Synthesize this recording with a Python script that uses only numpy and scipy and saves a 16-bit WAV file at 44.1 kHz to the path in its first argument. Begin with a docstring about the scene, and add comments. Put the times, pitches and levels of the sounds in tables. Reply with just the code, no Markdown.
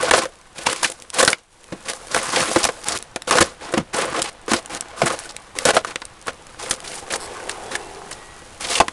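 """Leather boots stomp and drag on flattened cardboard on a concrete porch, close to the microphone.
From the start, presses tear fibres in dense crackle, folds snap and ring the panels, lone fibres tick;
the loudest snaps overload the input. The background, a traffic hum of shaped noise under quiet rustle,
dips briefly near 1.5 s. Heels thud from 1.7 s, just after a first faint whistle. Leather creaks at 7.2 s,
a smooth roar swells around 7.6 s, more whistles follow, and one strong snap rings at 8.8 s."""
import sys
import numpy as np
from scipy import signal
from scipy.fft import rfft, irfft
from scipy.io import wavfile
from scipy.ndimage import uniform_filter1d

SR = 44100
rng = np.random.default_rng(int(sys.argv[2]) if len(sys.argv) > 2 else 0)


def dump_mix(stems):
    """Bounce the given channels to the path in sys.argv[1] as a 16-bit WAV at rate SR."""
    frames = np.atleast_2d(stems).T  # one column per channel
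    limited = np.clip(frames, -1, 1)  # hard clip at full scale
    pcm = np.round(limited * 32767).astype(np.int16)
    wavfile.write(sys.argv[1], SR, pcm)


N = 393372

# sole pressing or dragging the board: start t/s, length t/s, fibre crackle level/dB, panel rumble level/dB
PRESSES = [(0.0, 0.1, -26.5, -21), (0.127, 0.07, -20.5, -19), (0.195, 0.054, -29.5, -26),
           (0.549, 0.28, -34, -38), (0.652, 0.084, -22, -26.5), (0.828, 0.037, -17, -25.5),
           (0.863, 0.061, -33.5, -38.5), (1.128, 0.2, -27, -27.5), (1.186, 0.028, -12.5, -14),
           (1.852, 0.11, -34, -39), (1.881, 0.039, -25, -29.5), (2.1, 0.29, -28, -29),
           (2.158, 0.025, -24, -18.5), (2.321, 0.11, -20.5, -21), (2.399, 0.28, -25, -26.5),
           (2.854, 0.12, -26.5, -28.5), (3.274, 0.028, -24, -24.5), (3.313, 0.083, -20, -17),
           (3.405, 0.024, -13.5, -12.5), (3.6, 0.19, -40.5, -34), (3.93, 0.12, -26, -22),
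           (4.035, 0.18, -37, -28), (4.14, 0.061, -30, -25), (4.209, 0.088, -31, -33),
           (4.483, 0.11, -27.5, -28.5), (4.696, 0.082, -32.5, -32.5), (4.963, 0.19, -34, -34),
           (5.059, 0.027, -20.5, -18.5), (5.093, 0.052, -35, -25), (5.151, 0.16, -37.5, -42.5),
           (5.55, 0.11, -36.5, -34.5), (5.654, 0.059, -20, -16.5), (5.732, 0.058, -27, -23),
           (5.866, 0.059, -37, -33), (6.264, 0.044, -41, -31), (6.583, 0.17, -32.5, -34.5),
           (6.835, 0.17, -33, -41.5), (7.101, 0.064, -25, -30), (7.489, 0.031, -30, -44),
           (7.71, 0.054, -31, -31), (8.111, 0.025, -31.5, -35.5), (8.601, 0.11, -27.5, -33.5),
           (8.694, 0.098, -20, -28.5)]
# quiet rustle and rumble between presses, with a brief dip: t/s, fibre rustle level/dB, panel rumble level/dB
QUIET_LEVELS = [(0.35, -51, -54), (1.002, -48, -49), (1.471, -58, -75), (1.52, -51.5, -61.5),
                (1.699, -47.5, -48), (2.05, -38, -42.5), (2.8, -38, -41.5), (3.1, -50.5, -52),
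                (4.4, -54, -49.5), (4.9, -49, -39.5), (5.8, -48, -52), (6.2, -49.5, -51),
                (7.35, -38.5, -35.5), (8.4, -43.5, -48)]
# folds that snap: t/s, crack peak level/dB, panel ring peak level/dB, ring f/Hz
SNAPS = [(0.1101, 9, 9, 1110), (0.1362, -1, 5.5, 490), (0.2542, -19, -14, 495), (0.668, -1, -1.5, 940),
         (0.8313, 0.5, -10.5, 1040), (1.228, 2.5, 1.5, 453), (1.2768, 17, 12, 1570),
         (1.3299, -7, -2.5, 1920), (1.898, -8, -18, 526), (2.146, 3.5, 0, 1360), (2.5595, -4, -1, 358),
         (2.6414, 14, -23, 2070), (2.6513, 4.5, -3.5, 853), (2.6882, -18, -7.5, 460), (2.885, 9, -8, 2290),
         (3.16, -10, -12.5, 750), (3.3095, 4, -0.5, 990), (3.384, -28, 5, 1270), (3.408, 4, 5, 470),
         (3.738, -16, -6, 343), (3.7784, -6.5, -9, 1150), (4.48, -20, -14, 420), (4.5163, -7, -5, 470),
         (4.5338, 0, -2, 328), (5.0173, -6, 0, 580), (5.587, 2, -9, 2000), (5.6527, 10, 0.5, 570),
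         (5.688, 2, 1, 640), (5.7665, -11, 4, 670), (5.8473, -24, -10, 1110), (5.9579, -12, -8, 2050),
         (6.018, -33, -16.5, 980), (6.2804, -17, -10.5, 725), (6.7097, 11.5, -13, 720),
         (7.1367, -24, -8.5, 1540), (7.495, -6, -15.5, 1320), (7.753, -8, -8.5, 1500),
         (8.8012, -3, 15, 740), (8.882, -11.5, -9.5, 1270)]
# single fibres breaking: t/s, peak level/dB
FIBRE_TICKS = [(0.166, -8), (0.762, -7.5), (0.9009, -7.5), (1.0223, -11.5), (1.1026, -10.5), (1.2495, 10),
               (1.303, 0), (2.843, -8), (2.975, -5), (2.988, -12), (3.026, -9), (3.221, -12), (4.2193, 10),
               (4.2262, 2), (4.6597, -10.5), (4.749, -6), (4.809, -3.5), (5.19, -6.5), (5.3654, -9),
               (6.0532, -10.5), (6.271, -11), (6.7396, -9), (6.8036, -11.5)]
# soles landing: t/s, swing level/dB, starting f/Hz
THUDS = [(1.722, -14.5, 172), (3.405, -10, 79.6), (3.774, -6.5, 220), (3.798, -15, 146),
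         (4.515, -14.5, 246), (5.032, -7.5, 198), (8.06, -30.5, 189)]
# boot leather slipping: start t/s, stop t/s, first slip rate f/Hz, last slip rate f/Hz, first tick level/dB
CREAK = (7.205, 7.268, 165, 215, -18)
# colour of torn fibre: f/Hz, level/dB
FIBRE_COLOUR = [(700, -11), (1800, -6.5), (2500, -5.5), (5000, -3), (9800, -1)]
# hollow board modes: f/Hz, width f/Hz, level/dB
PANEL_MODES = [(160, 256, -16), (358, 126, -15), (511, 126, -6.5), (683, 100, -14), (819, 66, -13.5),
               (1067, 197, -7.5), (1430, 300, -15.5)]
# decay of wall and porch: f/Hz, decay by 60 dB t/s
PORCH_T60 = [(200, .14), (1400, .08), (9000, .06)]
# swell as from a passing vehicle: centre t/s, Gaussian sigma t/s, top level/dB
ROAR_SWELL = (7.6, .36, -36.5)
# roar bands, each filter applied twice: f/Hz, width of one pass f/Hz
ROAR_BANDS = [(400, 150), (790, 300)]
# colour of the background hum: f/Hz, level/dB
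TRAFFIC_COLOUR = [(28, 9), (85, 4.5), (200, -1.5), (400, -5), (850, -1), (1800, -7.5), (3200, -10),
                  (10000, -26)]
# background hum as heard, with a brief dip that recovers: t/s, level/dB
HUM_LEVELS = [(0, -51.5), (1.3, -52.5), (1.46, -58.5), (1.8, -48), (6.4, -47), (7.1, -44), (8.92, -44.5)]
# faint wavering whistles: start t/s, stop t/s, f/Hz, rms level before fades/dB
WHISTLES = [(1.65, 1.84, 2500, -58), (7.62, 7.78, 3380, -53), (7.79, 7.91, 2680, -54),
            (8.02, 8.5, 1922, -53)]
# microphone treble response: f/Hz, level/dB
MICROPHONE_RESPONSE = [(10300, 0), (11000, -13), (12200, -20)]

RISE_SHARE, EASE_S = 0.085, 0.004  # build-up as share of press length; smoothing window
SPRING_DB, SPRING_DB_PER_S = -15, -190  # drop on release, then slope as the board settles
TICK_T60_S = 0.007
BOARD_LOW_CUT_HZ, PORCH_DB = 75, -17
INPUT_CEILING, BAND_EDGE_HZ = 0.6, 12300


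def crush():
    """Tearing fibres heard directly; steady noise and the tearing grain excite the panel modes."""
    whole = evened(tearing(rate_hz=200, spread_db=5, t60_s=0.008, hiss=0.55))
    # short and long fibres tick at their own pitch
    pitched = np.zeros(N)
    for hz in (1940, 2600, 4600, 9470):
        tears = tearing(rate_hz=70, spread_db=7.5, t60_s=0.028, hiss=0.56)
        band = evened(resonate(tears, hz, 0.57 * hz))
        pitched += amp(3.1 * drift(size=1500)) * band
    fibres = coloured(whole + 0.84 * pitched, FIBRE_COLOUR)

    excitation = rng.standard_normal(N) + 0.91 * whole
    # the board bends and folds, so each mode comes and goes
    panels = np.zeros(N)
    for hz, width_hz, db in PANEL_MODES:
        mode = evened(resonate(excitation, hz, width_hz))
        panels += amp(db + 5.0 * drift(size=1200)) * mode

    # between presses: mostly rubbing hiss, few tears
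    rub = tearing(rate_hz=70, spread_db=5.5, t60_s=0.006, hiss=1.3)
    rub = evened(coloured(rub, FIBRE_COLOUR))
    panel_gain = np.hypot(pressure(column=3), quiet_gain(column=2))
    return (pressure(column=2) * steadied(fibres, size=2500)
            + quiet_gain(column=1) * rub
            + panel_gain * steadied(panels, size=2500))


def tearing(rate_hz, spread_db, t60_s, hiss):
    """Small noise bursts of very unequal size over a rubbing hiss."""
    size_db = spread_db * np.minimum(rng.exponential(1, N), 4)
    tears = amp(size_db) * (rng.random(N) < rate_hz / SR)
    fade = amp(-60 * np.arange(2000) / SR / t60_s)
    bursts = signal.oaconvolve(tears, fade * (1 - fade))[:N]
    return (hiss + evened(bursts)) * rng.standard_normal(N)


def pressure(column):
    """Press gain: each builds, holds, drops and settles; overlaps add in power."""
    power = np.full(N, 1e-9)
    for row in PRESSES:
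        start_s, length_s, db = row[0], row[1], row[column]
        after_s = np.arange(-length_s, 0.5, 1 / SR)  # time since release
        rise = np.minimum((after_s + length_s) / (RISE_SHARE * length_s), 1)
        spring_db = (after_s > 0) * (SPRING_DB + SPRING_DB_PER_S * after_s)
        add(power, start_s, rise ** 2 * amp(2 * (db + spring_db)))
    size = round(EASE_S * SR)
    return np.sqrt(abs(uniform_filter1d(uniform_filter1d(power, size), size)))


def quiet_gain(column):
    """Gain of the quiet rustle or rumble heard between presses."""
    t_s, db = np.transpose(QUIET_LEVELS)[[0, column]]
    return amp(np.interp(np.arange(N) / SR, t_s, db))


def snaps():
    """A bright crack, then the buckled panel rings; louder and lower rings last longer."""
    out, t = np.zeros(N), np.arange(3000) / SR
    for start_s, crack_db, ring_db, hz in SNAPS:
        t60_s = 0.033 * amp(0.034 * max(ring_db, -25)) * (700 / hz) ** 0.73
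        crack = coloured(rng.standard_normal(len(t)), FIBRE_COLOUR)
        crack *= amp(-60 * t / (0.6 * t60_s)) * np.minimum(t / 0.0003, 1)
        blow = rng.standard_normal(len(t)) * amp(-60 * t / t60_s) * np.minimum(t / 0.00075, 1)
        modes = sum(amp(db) * resonate(blow, f, width_hz) for f, width_hz, db in PANEL_MODES)
        ring = resonate(blow, hz, 0.34 * hz) + 0.79 * modes
        add(out, start_s, amp(crack_db) * peaked(crack) + amp(ring_db) * peaked(ring))
    return out


def ticks():
    """A breaking fibre: a thin dry burst of bright noise, over in milliseconds."""
    out, t = np.zeros(N), np.arange(1000) / SR
    for start_s, db in FIBRE_TICKS:
        noise = coloured(rng.standard_normal(len(t)), FIBRE_COLOUR)
        add(out, start_s, amp(db) * peaked(noise * amp(-60 * t / TICK_T60_S)))
    return out


def thuds():
    """A sole pushes air out of the board: a low swing, sinking in pitch, with a dull puff."""
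    out, t = np.zeros(N), np.arange(5000) / SR
    attack = 1 - np.exp(-t / 0.0007)
    for start_s, db, hz in THUDS:
        swing = np.sin(2 * np.pi * hz * t * (1 - 2.5 * t)) * amp(-60 * t / 0.04)
        puff = evened(resonate(rng.standard_normal(len(t)), hz, hz))
        puff *= 0.5 * amp(-60 * t / 0.094)
        add(out, start_s, amp(db) * attack * (swing + puff))
    return out


def creak():
    """Leather stick-slip: regular ticks that speed up and weaken."""
    start_s, stop_s, first_hz, last_hz, db = CREAK
    share = np.linspace(0, 1, round((stop_s - start_s) * SR))
    cycles = np.cumsum(first_hz + (last_hz - first_hz) * share) / SR
    slips = np.diff(np.floor(cycles), prepend=-1) * (1 - 0.36 * share)
    fade = amp(-60 * np.arange(300) / SR / 0.0077)
    tick = coloured(rng.standard_normal(300), FIBRE_COLOUR) * fade
    out = np.zeros(N)
    add(out, start_s, amp(db) * np.convolve(slips, peaked(tick)))
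    return out


def porch(x):
    """Sparse reflections of random sign, each band dying at its own speed."""
    taps = np.zeros(SR // 4)
    at = np.arange(160, len(taps) - 20, 20)
    taps[at + rng.integers(0, 20, len(at))] = rng.choice([-1., 1.], len(at))
    hz, t, z = signal.stft(taps, SR, nperseg=256)
    fade = amp(-60 * t / read(PORCH_T60, hz)[:, None])
    tail = signal.istft(z * fade, SR, nperseg=256)[1]
    return signal.oaconvolve(x, tail / np.linalg.norm(tail))[:N]


def roar():
    """Noise in two broad bands under a bell-shaped swell."""
    centre_s, sigma_s, db = ROAR_SWELL
    bands = np.zeros(N)
    for hz, width_hz in ROAR_BANDS:
        once = resonate(rng.standard_normal(N), hz, width_hz)
        bands += evened(resonate(once, hz, width_hz))
    swell = np.exp(-0.5 * ((np.arange(N) / SR - centre_s) / sigma_s) ** 2)
    return amp(db) * evened(bands) * swell


def whistles():
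    """Faint sines with slightly wandering pitch, faded at both ends."""
    out = np.zeros(N)
    for start_s, stop_s, hz, db in WHISTLES:
        waver = drift(size=1500)[:round((stop_s - start_s) * SR)]
        whistle = np.sin(2 * np.pi * np.cumsum(hz * (1 + 0.004 * waver)) / SR)
        add(out, start_s, amp(db) * evened(whistle) * signal.windows.tukey(len(whistle), 0.5))
    return out


def traffic():
    """Background hum of far traffic: shaped noise whose heard level dips briefly, recovers and wavers."""
    hum = evened(coloured(rng.standard_normal(N), TRAFFIC_COLOUR))
    db = np.interp(np.arange(N) / SR, *np.transpose(HUM_LEVELS))
    return hum * amp(db + 0.55 * drift(size=3000))


def amp(db):
    """dB to amplitude ratio."""
    return 10 ** (np.asarray(db) / 20)


def evened(x):
    """Scales to rms 1."""
    return x / np.sqrt(np.mean(x ** 2) + 1e-20)


def peaked(x):
    """Scales to peak 1."""
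    return x / abs(x).max()


def steadied(x, size):
    """Divides out slow level changes, keeps the grain."""
    return evened(x / np.sqrt(uniform_filter1d(x ** 2, size) + 1e-12))


def drift(size):
    """Slow random wander of rms 1: noise averaged twice over size samples."""
    return evened(uniform_filter1d(uniform_filter1d(rng.standard_normal(N), size), size))


def read(points, hz):
    """Interpolates a table on a log-frequency axis."""
    f, value = np.transpose(points)
    return np.interp(np.log(hz + 1), np.log(f + 1), value)


def coloured(x, points):
    """Filters by a spectrum in dB."""
    return irfft(rfft(x) * amp(read(points, np.fft.rfftfreq(len(x), 1 / SR))), len(x))


def resonate(x, hz, width_hz):
    """One two-pole resonance of peak gain 1."""
    return signal.lfilter(*signal.iirpeak(hz, hz / width_hz, SR), x)


def add(mix, start_s, sound):
    """Adds a sound in place, cut at the end of the mix."""
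    part = mix[round(start_s * SR):][:len(sound)]
    part += sound[:len(part)]


def scene():
    """Boots on board, their porch reflections and the background."""
    boots = crush() + snaps() + ticks() + thuds() + creak()
    # thin board radiates no deep bass
    low_cut = signal.butter(2, BOARD_LOW_CUT_HZ, "high", fs=SR, output="sos")
    boots = signal.sosfilt(low_cut, boots)
    return (boots + amp(PORCH_DB) * porch(boots) + roar() + whistles() + traffic())[None]


def record(dry):
    """Hard-kneed input overload, treble roll-off, then the band limit."""
    clipped = dry / (1 + abs(dry / INPUT_CEILING) ** 6) ** (1 / 6)
    dulled = coloured(clipped[0], MICROPHONE_RESPONSE)[None]
    band_limit = signal.firwin(511, BAND_EDGE_HZ, window=("kaiser", 9), fs=SR)
    return signal.oaconvolve(dulled, band_limit[None], "same")


dry = scene()
out = record(dry)
dump_mix(out)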